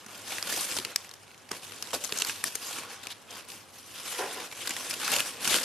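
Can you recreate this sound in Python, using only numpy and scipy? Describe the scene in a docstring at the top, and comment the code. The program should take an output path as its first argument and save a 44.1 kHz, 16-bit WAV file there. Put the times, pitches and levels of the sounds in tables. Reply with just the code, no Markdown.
"""In a small room, a cat shifts and paws about in crumpled newspaper in a cardboard box, heard close up.
Sliding sheets are dense random slips ringing through paper facets, in pushes that swell and die away.
Creases snap as sharp kicks into two resonances and thump the box; paper edges scrape as gated noise.
Further off, dull knocks are decaying modes in a noisy wash, over a faint background of filtered noise."""
import sys
import numpy as np
from scipy import signal
from scipy.fft import rfft, irfft
from scipy.io import wavfile

SR = 44100
rng = np.random.default_rng(int(sys.argv[2]) if len(sys.argv) > 2 else 0)


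def inscribe(sig):
    """Save sig as 16-bit PCM at rate SR to the path in sys.argv[1].

    A 1-D sig is mono; a 2-D sig holds one channel per row.
    Samples are clipped to [-1, 1] before scaling.
    """
    pcm = np.round(np.clip(np.atleast_2d(sig).T, -1, 1) * 32767)
    wavfile.write(sys.argv[1], SR, pcm.astype(np.int16))


N = 248724
TIME = np.arange(N) / SR

# Stereo width of the paper and of the room tail.
# Each row: frequency in Hz, gain in dB put on the side channel.
WIDTH = [(100, -5), (400, -40), (1200, -13), (2800, -13.5), (5500, -5), (9000, -3.5), (13000, -3.5)]


def undb(db):
    """Decibels to gain."""
    return 10 ** (np.asarray(db) / 20)


def unit(x):
    """Scale to an rms of one."""
    return x / np.sqrt(np.mean(x ** 2))


def colour(x, points):
    """Causal minimum-phase filter through the given (Hz, dB) points, built from the folded cepstrum."""
    hz, db = np.transpose(points)
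    size = 4096
    bins = np.maximum(np.arange(size // 2 + 1) * SR / size, 1)
    response_db = np.interp(np.log(bins), np.log(hz), db)
    cepstrum = irfft(np.log(undb(response_db)))
    cepstrum[1:size // 2] *= 2
    cepstrum[size // 2 + 1:] = 0
    impulse = irfft(np.exp(rfft(cepstrum)))
    return signal.fftconvolve(x, impulse)[:len(x)]


def resonance(x, hz, q):
    """One band-pass resonance, gain one at its centre, which is held to SR / 4 at most."""
    return signal.lfilter(*signal.iirpeak(min(hz, SR / 4), max(q, .7), fs=SR), x)


def walk(rate):
    """Random drift with an rms of one, gliding between `rate` random points per second."""
    knots = rng.standard_normal(N // 10)
    return unit(np.interp(TIME * rate, np.arange(len(knots)), knots))


def stereo(mid, side):
    """Left and right from mid and side."""
    return np.array([mid + side, mid - side])


def panned(x, pan_db):
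    """Lean a stereo sound to the left by pan_db."""
    return np.array([x[0] * undb(pan_db / 2), x[1] * undb(-pan_db / 2)])


def add(track, s, sound):
    """Mix a sound into a track at s seconds."""
    i = int(s * SR)
    track[..., i:i + sound.shape[-1]] += sound[..., :N - i]


def background(level_db, side_db):
    """Faint, mostly low noise of the room, its level wavering slightly."""
    # Each row: frequency in Hz, relative level in dB.
    spectrum = [(25, -58), (55, -15), (72, -23), (95, 1.5), (135, -9.5), (220, -5), (450, -7.5),
                (1000, -8.5), (2500, -17), (10000, -35)]
    mid, side = (colour(noise, spectrum) for noise in rng.standard_normal((2, N)))
    return unit(stereo(mid, undb(side_db) * side)) * undb(level_db + walk(13.0))


def room(dry, t60_s, wet_db):
    """A short diffuse tail from box walls, floor and room: decaying noise convolved with the sound."""
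    t = TIME[:SR // 2]
    fade = undb(-60 * t / t60_s) * (1 - np.exp(-t / 0.0015))
    mid, side = rng.standard_normal((2, len(t))) * fade
    tails = stereo(mid, undb(4.5) * colour(side, WIDTH))
    tails /= np.sqrt(np.sum(tails ** 2) / 2)
    mono = dry.mean(axis=0)[None]
    return dry + undb(wet_db) * signal.fftconvolve(mono, tails, axes=1)[:, :N]


def knocks(wash_t60_s, wash_db, side_db):
    """Soft blows on something hollow; each attack swells over the contact of the blow, and a noisy wash
    surrounds the ring."""
    # Each row: start in seconds, level in dB over the first 25 ms, time constant of the attack in seconds.
    blows = [(4.184, -33.5, 0.016), (4.210, -37, 0.0028), (4.357, -42.5, 0.006), (4.378, -44.5, 0.0037)]
    # The ring of the hollow body. Each row: frequency in Hz, relative level in dB, 60 dB decay in seconds.
    modes = [(370, -13, 0.1), (435.5, 4, 0.35), (479, -5, 0.22), (537, -3, 0.15), (740, -2, 0.39),
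             (824, -7, 0.17), (887, -2, 0.15), (1010, -6, 0.3), (1410, -2, 0.22), (1620, -10, 0.2)]
    # Spectrum of the wash. Each row: frequency in Hz, relative level in dB.
    wash_spectrum = [(30, -64), (150, -24), (270, -16), (380, -3), (520, -2.5), (650, -7.5), (800, -5),
                     (1030, -6), (1200, -17.5), (1750, -8.5), (2300, -21.5), (3000, -39), (8000, -50)]
    out, t = np.zeros((2, N)), TIME[:SR // 2]
    for s, db, contact_s in blows:
        heard = []
        for _ in range(2):  # mid, then side
            ring = sum(undb(mode_db - 60 * t / t60) * np.sin(2 * np.pi * (hz * t + rng.random()))
                       for hz, mode_db, t60 in modes)
            wash = colour(rng.standard_normal(len(t)) * undb(-60 * t / wash_t60_s), wash_spectrum)
            attack = 1 - np.exp(-t / contact_s)
            heard.append((unit(ring) + undb(wash_db) * unit(wash)) * attack)
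        knock = stereo(heard[0], undb(side_db) * heard[1])
        onset_rms = np.sqrt(np.mean(knock[:, :SR // 40] ** 2))
        add(out, s, knock / onset_rms * undb(db))
    return out


def box(creases, decay_s, level_db):
    """Each snap pushes on the paper heap and the cardboard, which answer with a dead thump."""
    # Each row: frequency in Hz, relative level in dB.
    spectrum = [(25, -7), (60, -7), (120, 2.5), (210, 7.5), (430, 10), (800, -22), (2000, -2.5),
                (8000, -28)]
    out, t = np.zeros(N), TIME[:SR // 8]
    for s, *_, push_db, _ in creases:
        thump = colour(rng.standard_normal(len(t)) * np.exp(-t / decay_s), spectrum)
        onset_rms = np.sqrt(np.mean(thump[:SR // 125] ** 2))  # over 8 ms
        add(out, s, thump / onset_rms * undb(push_db + level_db))
    return stereo(out, 0)


def facets(drive, low_hz, high_hz, high_db, bright_hz, facet_q, broad_db):
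    """Two facets ring over the broad sound of the sheet; takes the mid and side drive, gives left and right."""
    # a sheet radiates poorly below the ring of its largest facet; paper lying over it dulls the top
    low_cut = signal.butter(2, min(0.5 * low_hz, 1200), "highpass", fs=SR, output="sos")
    high_cut = signal.butter(1, min(bright_hz, SR / 2 - 1), fs=SR, output="sos")
    radiation = np.vstack([low_cut, high_cut])
    rung = []
    for channel in drive:
        low_ring = unit(resonance(channel, low_hz, facet_q))
        high_ring = unit(resonance(channel, high_hz, facet_q))
        rings = unit(low_ring + undb(high_db) * high_ring)
        rung.append(unit(signal.sosfilt(radiation, rings + undb(broad_db) * unit(channel))))
    return stereo(rung[0], colour(rung[1], WIDTH))


def scraping_edges(edge_s, fade_db, grain_db, facet_q, broad_db, level_db):
    """A paper edge lets go, judders across another sheet, weakening, and catches again just as suddenly."""
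    # Each row: start in seconds, length in seconds, relative level in dB, facet ring in Hz,
    # bright up to in Hz, left minus right in dB.
    scrapes = [(0.77, 0.0086, -33, 3250, 9200, -3), (2.173, 0.0057, -29.5, 6500, 12200, 6),
               (2.186, 0.0037, -24.5, 6750, 11200, 3), (2.199, 0.0036, -30, 4930, 14200, 2.5),
               (2.2047, 0.0018, -28.5, 4720, 16000, 3), (2.2083, 0.0022, -28.5, 6900, 16000, 4),
               (3.103, 0.025, -39, 3600, 8000, 1), (3.305, 0.012, -44, 5850, 9200, -2),
               (4.098, 0.036, -40, 10500, 16000, 7), (4.327, 0.022, -40, 9550, 16200, 1),
               (4.604, 0.035, -40, 3170, 6200, 4), (4.896, 0.0063, -32.5, 10000, 16000, 3),
               (5.044, 0.014, -32, 4600, 12200, 5), (5.494, 0.015, -28.5, 3990, 13200, 6),
               (5.522, 0.016, -27, 3170, 9200, 4), (5.549, 0.015, -26, 2970, 13200, 2.5),
               (5.6312, 0.014, -31.5, 5150, 13200, 3)]
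    out, t = np.zeros((2, N)), TIME[:SR // 20]
    for s, length_s, db, ring_hz, bright_hz, pan_db in scrapes:
        let_go = np.clip(t / edge_s, 0, 1)
        catch = np.exp(-np.maximum(t - length_s, 0) / edge_s)
        gate = let_go * catch * undb(-fade_db * t / length_s)
        grain = undb(grain_db * rng.standard_normal((2, len(t))))
        judder = rng.choice([-1, 1], (2, len(t))) * grain
        scrape = facets(judder * gate, ring_hz, ring_hz, 0, bright_hz, facet_q, broad_db)
        length_gain = np.sqrt(length_s / t[-1])  # short scrapes carry less energy
        add(out, s, panned(unit(scrape), pan_db) * length_gain * undb(db + level_db))
    return out


def effort():
    """Level, treble, body and crinkle in dB: each push rises, holds and dies away; overlaps add in power."""
    # The cat's pushes, which slide the paper or crush it. Each row: start, rise, hold and release time constant
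    # in seconds, relative level in dB, then against the rustle: treble, sheet body and small creases in dB.
    pushes = [(-0.02, 0.022, 0.028, 0.031, -50.5, -3, -5, -6),
              (0.066, 0.035, 0.18, 0.026, -46.5, 0, -7, -1), (0.246, 0.073, 0.065, 0.022, -36, 2, -10, -2),
              (0.381, 0.082, 0.031, 0.02, -36.5, 1, -8, -6),
              (0.488, 0.0086, 0.012, 0.017, -32.5, 5, -13, 2),
              (0.513, 0.012, 0.022, 0.017, -31, 7, -10.5, 2.5),
              (0.551, 0.0077, 0.035, 0.0072, -32, 8, -11.5, -4),
              (0.596, 0.006, 0.049, 0.013, -31.5, 8.5, -13.5, -5),
              (0.652, 0.04, 0.083, 0.033, -35.5, 5, -10.5, 1),
              (0.806, 0.012, 0.1, 0.018, -43.5, -6, -6.5, 2), (0.938, 0.02, 0.095, 0.059, -50, -2, -20, -6),
              (1.507, 0.0066, 0.0084, 0.056, -40, -5, -7.5, -5),
              (1.544, 0.012, 0.017, 0.027, -45, 4, -8, 0),
              (1.606, 0.025, 0.33, 0.045, -47, -0.5, -9.5, 7.5),
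              (1.929, 0.0086, 0.0039, 0.024, -31, 5, -6.5, -19),
              (1.988, 0.053, 0.02, 0.029, -39, 6, -8.5, -12), (2.082, 0.09, 0.079, 0.016, -37, 0, -9.5, 2),
              (2.252, 0.02, 0.037, 0.029, -35, 5.5, -14, 1),
              (2.33, 0.024, 0.062, 0.073, -44.5, -2, -11, -5),
              (2.438, 0.01, 0.026, 0.024, -37, 6.5, -9, -6), (2.49, 0.033, 0.07, 0.03, -45, 5, -15, -3),
              (2.6, 0.032, 0.16, 0.027, -38.5, 4, -11, -12), (2.75, 0.03, 0.066, 0.12, -42.5, -13, -6, -14),
              (2.878, 0.038, 0.019, 0.023, -40.5, -2, -11.5, -10),
              (2.979, 0.036, 0.11, 0.013, -47.5, -10, -8, 8.5),
              (3.281, 0.036, 0.086, 0.028, -43.5, -5.5, -8.5, 2),
              (3.475, 0.014, 0.058, 0.036, -44.5, 3, -9, -2), (3.534, 0.018, 0.038, 0.04, -53, 9, -14, 0),
              (3.72, 0.023, 0.088, 0.037, -52, 7, -21, -3), (3.838, 0.038, 0.046, 0.03, -48.5, 10, -12, -1),
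              (3.931, 0.014, 0.13, 0.038, -42.5, 1, -9.5, -4), (4.012, 0.13, 0.076, 0.01, -37, 1, -13, -4),
              (4.207, 0.02, 0.232, 0.025, -40.5, -3, -7, 1),
              (4.481, 0.19, 0.48, 0.022, -38.5, 1.5, -8.5, -4),
              (4.954, 0.026, 0.039, 0.03, -50, 6, -22, -5),
              (4.995, 0.062, 0.086, 0.037, -31, -3.5, -11.5, -11),
              (5.108, 0.028, 0.059, 0.038, -28.5, 2, -10.5, -1),
              (5.227, 0.028, 0.034, 0.029, -37, 2, -10.5, -6),
              (5.287, 0.023, 0.079, 0.037, -43.5, -7, -6, 4),
              (5.389, 0.094, 0.033, 0.024, -29.5, 3, -10.5, 4.5),
              (5.495, 0.022, 0.054, 0.035, -26.5, 5.5, -11, 2.5),
              (5.572, 0.018, 0.056, 0.037, -40, -5, -6, 7)]
    # The heap never quite stops settling. One row: relative level, treble, sheet body, small creases in dB.
    rest = (-56, -2.5, -14, -2)
    power = np.full(N, undb(rest[0]) ** 2)
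    character = np.outer(rest[1:], power)
    for s, rise_s, hold_s, release_s, db, *character_db in pushes:
        rise = np.clip((TIME - s) / rise_s, 0, 1) ** 0.71
        release = np.exp(-np.clip(TIME - s - rise_s - hold_s, 0, 1) / release_s)
        push = (undb(db) * rise * release) ** 2
        power = power + push
        character = character + np.outer(character_db, push)
    # the stronger push dominates the character
    return 10 * np.log10(power), *(character / power)


def crackle(per_s, spread_db, facet_q, turnover_db, shared_db, count=30):
    """Tiny slips, mostly weak, ring facets of every size as these come into contact; gives mid and side."""
    def slips():
        at = np.flatnonzero(rng.random(N) < per_s / SR)
        strength_db = spread_db * np.minimum(rng.standard_exponential(N)[at], 4)
        size = undb(strength_db) / np.sqrt(per_s[at])  # denser slips are no louder overall
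        pair = np.zeros((2, N))
        # every slip comes from its own direction
        pair[:, at] = size * rng.choice([-1, 1], (2, N))[:, at]
        return unit(pair)

    whole_sheet = undb(shared_db) * slips()
    out = whole_sheet.copy()
    for hz in np.linspace(np.sqrt(350), np.sqrt(12500), count) ** 2:
        q = facet_q * (hz / 3000) ** .5
        ring = signal.lfilter(*signal.iirpeak(hz, q, fs=SR), slips())
        out += ring * undb(turnover_db * walk(55))
    return unit(out[0]), unit(out[1])


def stick_slip():
    """Gain of the sliding sheets, which jumps at each letting go and sinks as they catch again."""
    slips_per_s, slip_db, fade_s = 110, 3.2, 0.004
    jumps = 1. * (rng.random(N) < slips_per_s / SR)
    looseness = signal.lfilter([1], [1, -np.exp(-1 / (fade_s * SR))], jumps)
    return unit(undb(slip_db * np.minimum(looseness, 2)))


def sliding_paper(level_db, bright_db, body_db):
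    """Harder pushes give more and louder slips; the sheets catch and let go, and flap with a low body."""
    # Treble and middle of the rustle. Each row: frequency in Hz, relative level in dB.
    crackle_spectrum = [(40, -18), (200, -15.5), (450, 3.5), (800, 2), (1400, 2), (2100, 0.5), (2900, 3.5),
                        (4000, -0.5), (5300, 0), (7500, -2.5), (10000, -3), (12500, -5)]
    # Low flap of the sheets. Each row: frequency in Hz, relative level in dB.
    body_spectrum = [(30, -25.5), (70, -9.5), (110, -3), (200, 5), (300, 2), (430, 2.5), (650, 7),
                     (1200, -23), (4000, -61)]
    middling_db, heap_pan_db = -38, 0.26  # push level with 1800 slips per second; left minus right
    mid, side = crackle(per_s=1800 * undb(.5 * (level_db - middling_db)), spread_db=3.6, facet_q=12,
                        turnover_db=3, shared_db=-7)
    fine = unit(stereo(colour(mid, crackle_spectrum), colour(colour(side, WIDTH), crackle_spectrum)))
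    # tilt the treble about 3.8 kHz with the push
    dull = signal.sosfiltfilt(signal.butter(1, 3800, fs=SR, output="sos"), fine)
    tilt = undb(0.91 * (bright_db - 1.0))
    fine = (dull + tilt * (fine - dull)) / np.sqrt((1 + tilt ** 2) / 2)
    body = unit(stereo(colour(mid, body_spectrum), undb(-23.0) * colour(side, body_spectrum)))
    return panned(fine + undb(body_db) * body, heap_pan_db) * undb(level_db) * stick_slip()


def small_creases(level_db, count=440):
    """Small creases give way at random times, their strength scattered about the given level curve."""
    median_gap_s, level_offset_db, spread_db = 1 / 80, -8.5, 1.5
    low_hz, high_hz, size_spread_oct = 1530, 4040, 0.77  # rings of a middling crease
    high_db, bright_hz, settle_ms = 10, 12000, 2.6
    push_db, pan_spread_db = -12.5, 10.5  # push on the box against the crease; left to right scatter
    chance = rng.standard_normal((count, 4))
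    times = np.cumsum(np.exp(chance[:, 0] / 2)) * median_gap_s
    rows = []
    for s, (strength, size, side) in zip(times, np.clip(chance[:, 1:], -2, 2)):
        if s < TIME[-1]:
            db = level_db[int(s * SR)] + level_offset_db + spread_db * strength
            scale = 2 ** (size_spread_oct * size)
            rows.append((s, db, low_hz * scale, high_hz * scale, high_db, bright_hz, settle_ms,
                         db + push_db, pan_spread_db * side))
    return rows


def snapping_creases(creases, lead_in_ms, lead_in_db, crack_ms, chatter_db, facet_q, broad_db, level_db):
    """A crease buckles with one sharp kick after a brief faint lead-in, then its two facets chatter to rest."""
    before_ms = 2  # time kept ahead of each snap
    out, ms = np.zeros((2, N)), TIME[:2048] * 1000 - before_ms
    window = (ms >= 0) & (ms < 5)  # loudness is matched over these 5 ms
    # bending waves carry the treble of the kick out first; crack_ms is the delay at 1 kHz
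    khz = np.fft.rfftfreq(len(ms), ms[1] - ms[0])
    kick = irfft(np.exp(-2j * np.pi * (2 * crack_ms * np.sqrt(khz) + before_ms * khz)))
    lead_in = undb(lead_in_db) * np.exp(np.minimum(ms, 0) / lead_in_ms)
    for s, db, low_hz, high_hz, high_db, bright_hz, settle_ms, _, pan_db in creases:
        settling = np.where(ms > crack_ms, np.exp(-ms / settle_ms), lead_in)
        chatter = undb(chatter_db) * rng.choice([-1, 1], (2, len(ms))) * settling
        drive = [kick + chatter[0], chatter[1]]
        snap = facets(drive, low_hz, high_hz, high_db, bright_hz, facet_q, broad_db)
        snap /= np.sqrt(np.mean(snap[:, window] ** 2))
        add(out, max(s - before_ms / 1000, 0), panned(snap, pan_db) * undb(db + level_db))
    return out


def scene():
    """Rustle, snaps, scrapes and thumps in the room, with the knocks and the background behind them."""
    # The big creases that snap through, each between two facets. 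Each row: start in seconds, relative level in dB,
    # low ring in Hz, high ring in Hz, high against low ring in dB, bright up to in Hz,
    # settling time constant in ms, push on the box in dB, left minus right in dB.
    big_creases = [(0.063, -41, 1460, 6200, -1, 12000, 4.1, -51, -2),
                   (0.3205, -32.5, 830, 2500, 2, 9000, 3, -56, 0),
                   (0.3835, -30.5, 1330, 1800, 7, 5040, 2.2, -84, 1),
                   (0.4266, -26.5, 1170, 4700, 10.5, 14000, 1.2, -55, 0),
                   (0.5628, -35, 3140, 6400, 6, 14000, 2, -54, 3.5),
                   (0.5742, -31, 790, 10700, -5, 14000, 2.2, -54, 0),
                   (0.6098, -32, 2700, 9880, 14, 15000, 1.8, -66, 9),
                   (0.7145, -32, 2400, 5200, 14, 9000, 1.5, -45, 3),
                   (0.7668, -28, 910, 5360, 8, 9000, 3.4, -45, 3),
                   (0.7867, -26.5, 920, 4020, 10, 14000, 2.5, -39.5, 2),
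                   (0.7995, -35, 3040, 4800, -10, 9000, 1.5, -44, 0),
                   (0.8494, -26.5, 2770, 4450, -1, 12000, 2.3, -44.5, 2),
                   (0.9605, -18.5, 5100, 5460, -16, 11000, 1.6, -58, 1.5),
                   (1.046, -44, 1890, 6300, 0, 12000, 2.5, -66, 0),
                   (1.0926, -44, 1120, 5640, 19, 14000, 1.7, -74, 3),
                   (1.1129, -41.5, 1830, 4180, 21, 9000, 2, -59, 0),
                   (1.1384, -41.5, 1660, 5570, 8, 15000, 2.5, -65, 2),
                   (1.3145, -52, 2400, 4200, -3, 9000, 2.5, -70, 0),
                   (1.3445, -50, 2100, 3400, -3, 7000, 2, -73, 0),
                   (1.378, -51.5, 3200, 6400, 3, 12000, 2.2, -72, 2),
                   (1.4905, -45, 2300, 5000, 0, 12000, 4, -66, 0),
                   (1.5128, -36, 1120, 1470, -4, 2500, 2.2, -41.5, -2),
                   (1.5156, -28, 1210, 5440, 3, 8000, 2.1, -40.5, 2),
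                   (1.5305, -41, 950, 2960, -4, 5000, 2.9, -52, 0),
                   (1.8249, -28.5, 1190, 5200, 31, 14000, 2.6, -72, 2),
                   (1.9075, -40, 1500, 2900, 15, 8000, 2.2, -68, 0),
                   (1.932, -30.5, 880, 1010, -1, 9000, 3.9, -57, -5),
                   (1.9483, -28, 840, 5030, 4, 10000, 2.3, -44, -4),
                   (2.0395, -33, 6900, 11000, -10, 14000, 3.3, -63, 14),
                   (2.0468, -34, 5770, 6900, 5, 14000, 2.2, -67, 17),
                   (2.0526, -32.5, 1970, 5500, 21, 14000, 2.4, -65, 4),
                   (2.0928, -36.5, 1070, 4520, 2, 6000, 4.1, -73, 2),
                   (2.1233, -25.5, 2720, 3740, 2, 6000, 1.8, -37, 0.5),
                   (2.2206, -20.5, 2880, 7200, -2, 7000, 1.8, -44, -1),
                   (2.2486, -28, 1660, 4720, 11, 14000, 2, -67, 2),
                   (2.2957, -27, 1890, 2500, -2, 4020, 5.2, -58, 1),
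                   (2.4403, -21, 1810, 10000, -2.5, 16000, 2.2, -49, 3.5),
                   (2.5538, -25, 6850, 9800, 2, 13750, 3, -45.5, 3.5),
                   (2.785, -33.5, 1110, 2400, -2, 10000, 3.7, -44.5, -1),
                   (3.0335, -42, 3780, 8000, -5, 12000, 3, -67, -1),
                   (3.07, -33, 2460, 4620, -4, 8000, 1.7, -49, 3),
                   (3.5015, -40, 2820, 4520, 4, 9050, 2.5, -64, 0),
                   (3.5182, -40.5, 2800, 4680, 2, 12000, 2.7, -56, 2),
                   (4.514, -40, 2300, 4000, -3, 8000, 4, -62, 0),
                   (4.5243, -37, 1010, 2340, 14, 9000, 5.7, -54, -1),
                   (4.6739, -27.5, 1520, 4760, 7, 13000, 2.1, -52, 0),
                   (4.6759, -30.5, 1090, 3700, 6, 12000, 2.3, -54, 5),
                   (4.6934, -30, 1470, 6950, 2, 12000, 3.2, -57, 2),
                   (4.7066, -29, 2160, 7050, -4, 8000, 4.4, -46, 2),
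                   (4.7655, -30, 1970, 3160, -4, 10000, 3.8, -67, 0),
                   (4.9045, -35, 2490, 5050, 7, 13000, 2.4, -57, 6),
                   (4.9089, -28, 2480, 5070, 0, 10000, 7.7, -52, 0),
                   (4.939, -29.5, 2670, 4520, -4, 11000, 3.3, -70, 1),
                   (5.0155, -32.5, 1590, 4750, -17, 9000, 5.7, -68, 3),
                   (5.0788, -25.5, 1380, 2740, -18, 8000, 1.8, -68, 1),
                   (5.1177, -27.5, 1940, 11200, 13, 16000, 1.8, -64, 13),
                   (5.138, -24.5, 2940, 5200, -13, 12000, 3, -61, 2),
                   (5.1635, -22.5, 3000, 8810, -14, 15000, 1.9, -55, 3),
                   (5.189, -39, 2900, 5500, -0.5, 12000, 2.1, -68, 5),
                   (5.2045, -22.5, 955, 2860, 21, 11860, 0.98, -46, -1),
                   (5.446, -28, 2890, 8000, -2, 16000, 1.4, -65, 3),
                   (5.4538, -26.5, 2900, 5500, -14, 14000, 1.8, -60, 8),
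                   (5.4753, -24, 1430, 2700, 6, 12000, 2.7, -36, 2),
                   (5.5425, -19.5, 1430, 2900, 5.5, 9000, 1.5, -37.5, 0)]
    far = background(level_db=-56.0, side_db=-5) + knocks(wash_t60_s=0.39, wash_db=1.0, side_db=-16.0)
    level_db, bright_db, body_db, crinkle_db = effort()
    rustle = room(sliding_paper(level_db, bright_db, body_db), t60_s=0.24, wet_db=-6.5)
    creases = big_creases + small_creases(level_db + crinkle_db)
    thumps = box(creases, decay_s=0.0053, level_db=0.0)
    scrapes = scraping_edges(edge_s=0.0006, fade_db=3, grain_db=5.5, facet_q=4, broad_db=3, level_db=-0.5)
    snaps = snapping_creases(creases, lead_in_ms=1.4, lead_in_db=-12, crack_ms=0.455, chatter_db=-13.5,
                             facet_q=7.1, broad_db=4, level_db=-0.57)
    return rustle + room(snaps + scrapes + thumps, t60_s=0.39, wet_db=-19.0) + far


def record(dry):
    """The recorder cuts the top steeply above 13 kHz."""
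    return signal.sosfilt(signal.ellip(10, .2, 70, 13000, fs=SR, output="sos"), dry)


dry = scene()
out = record(dry)
inscribe(out)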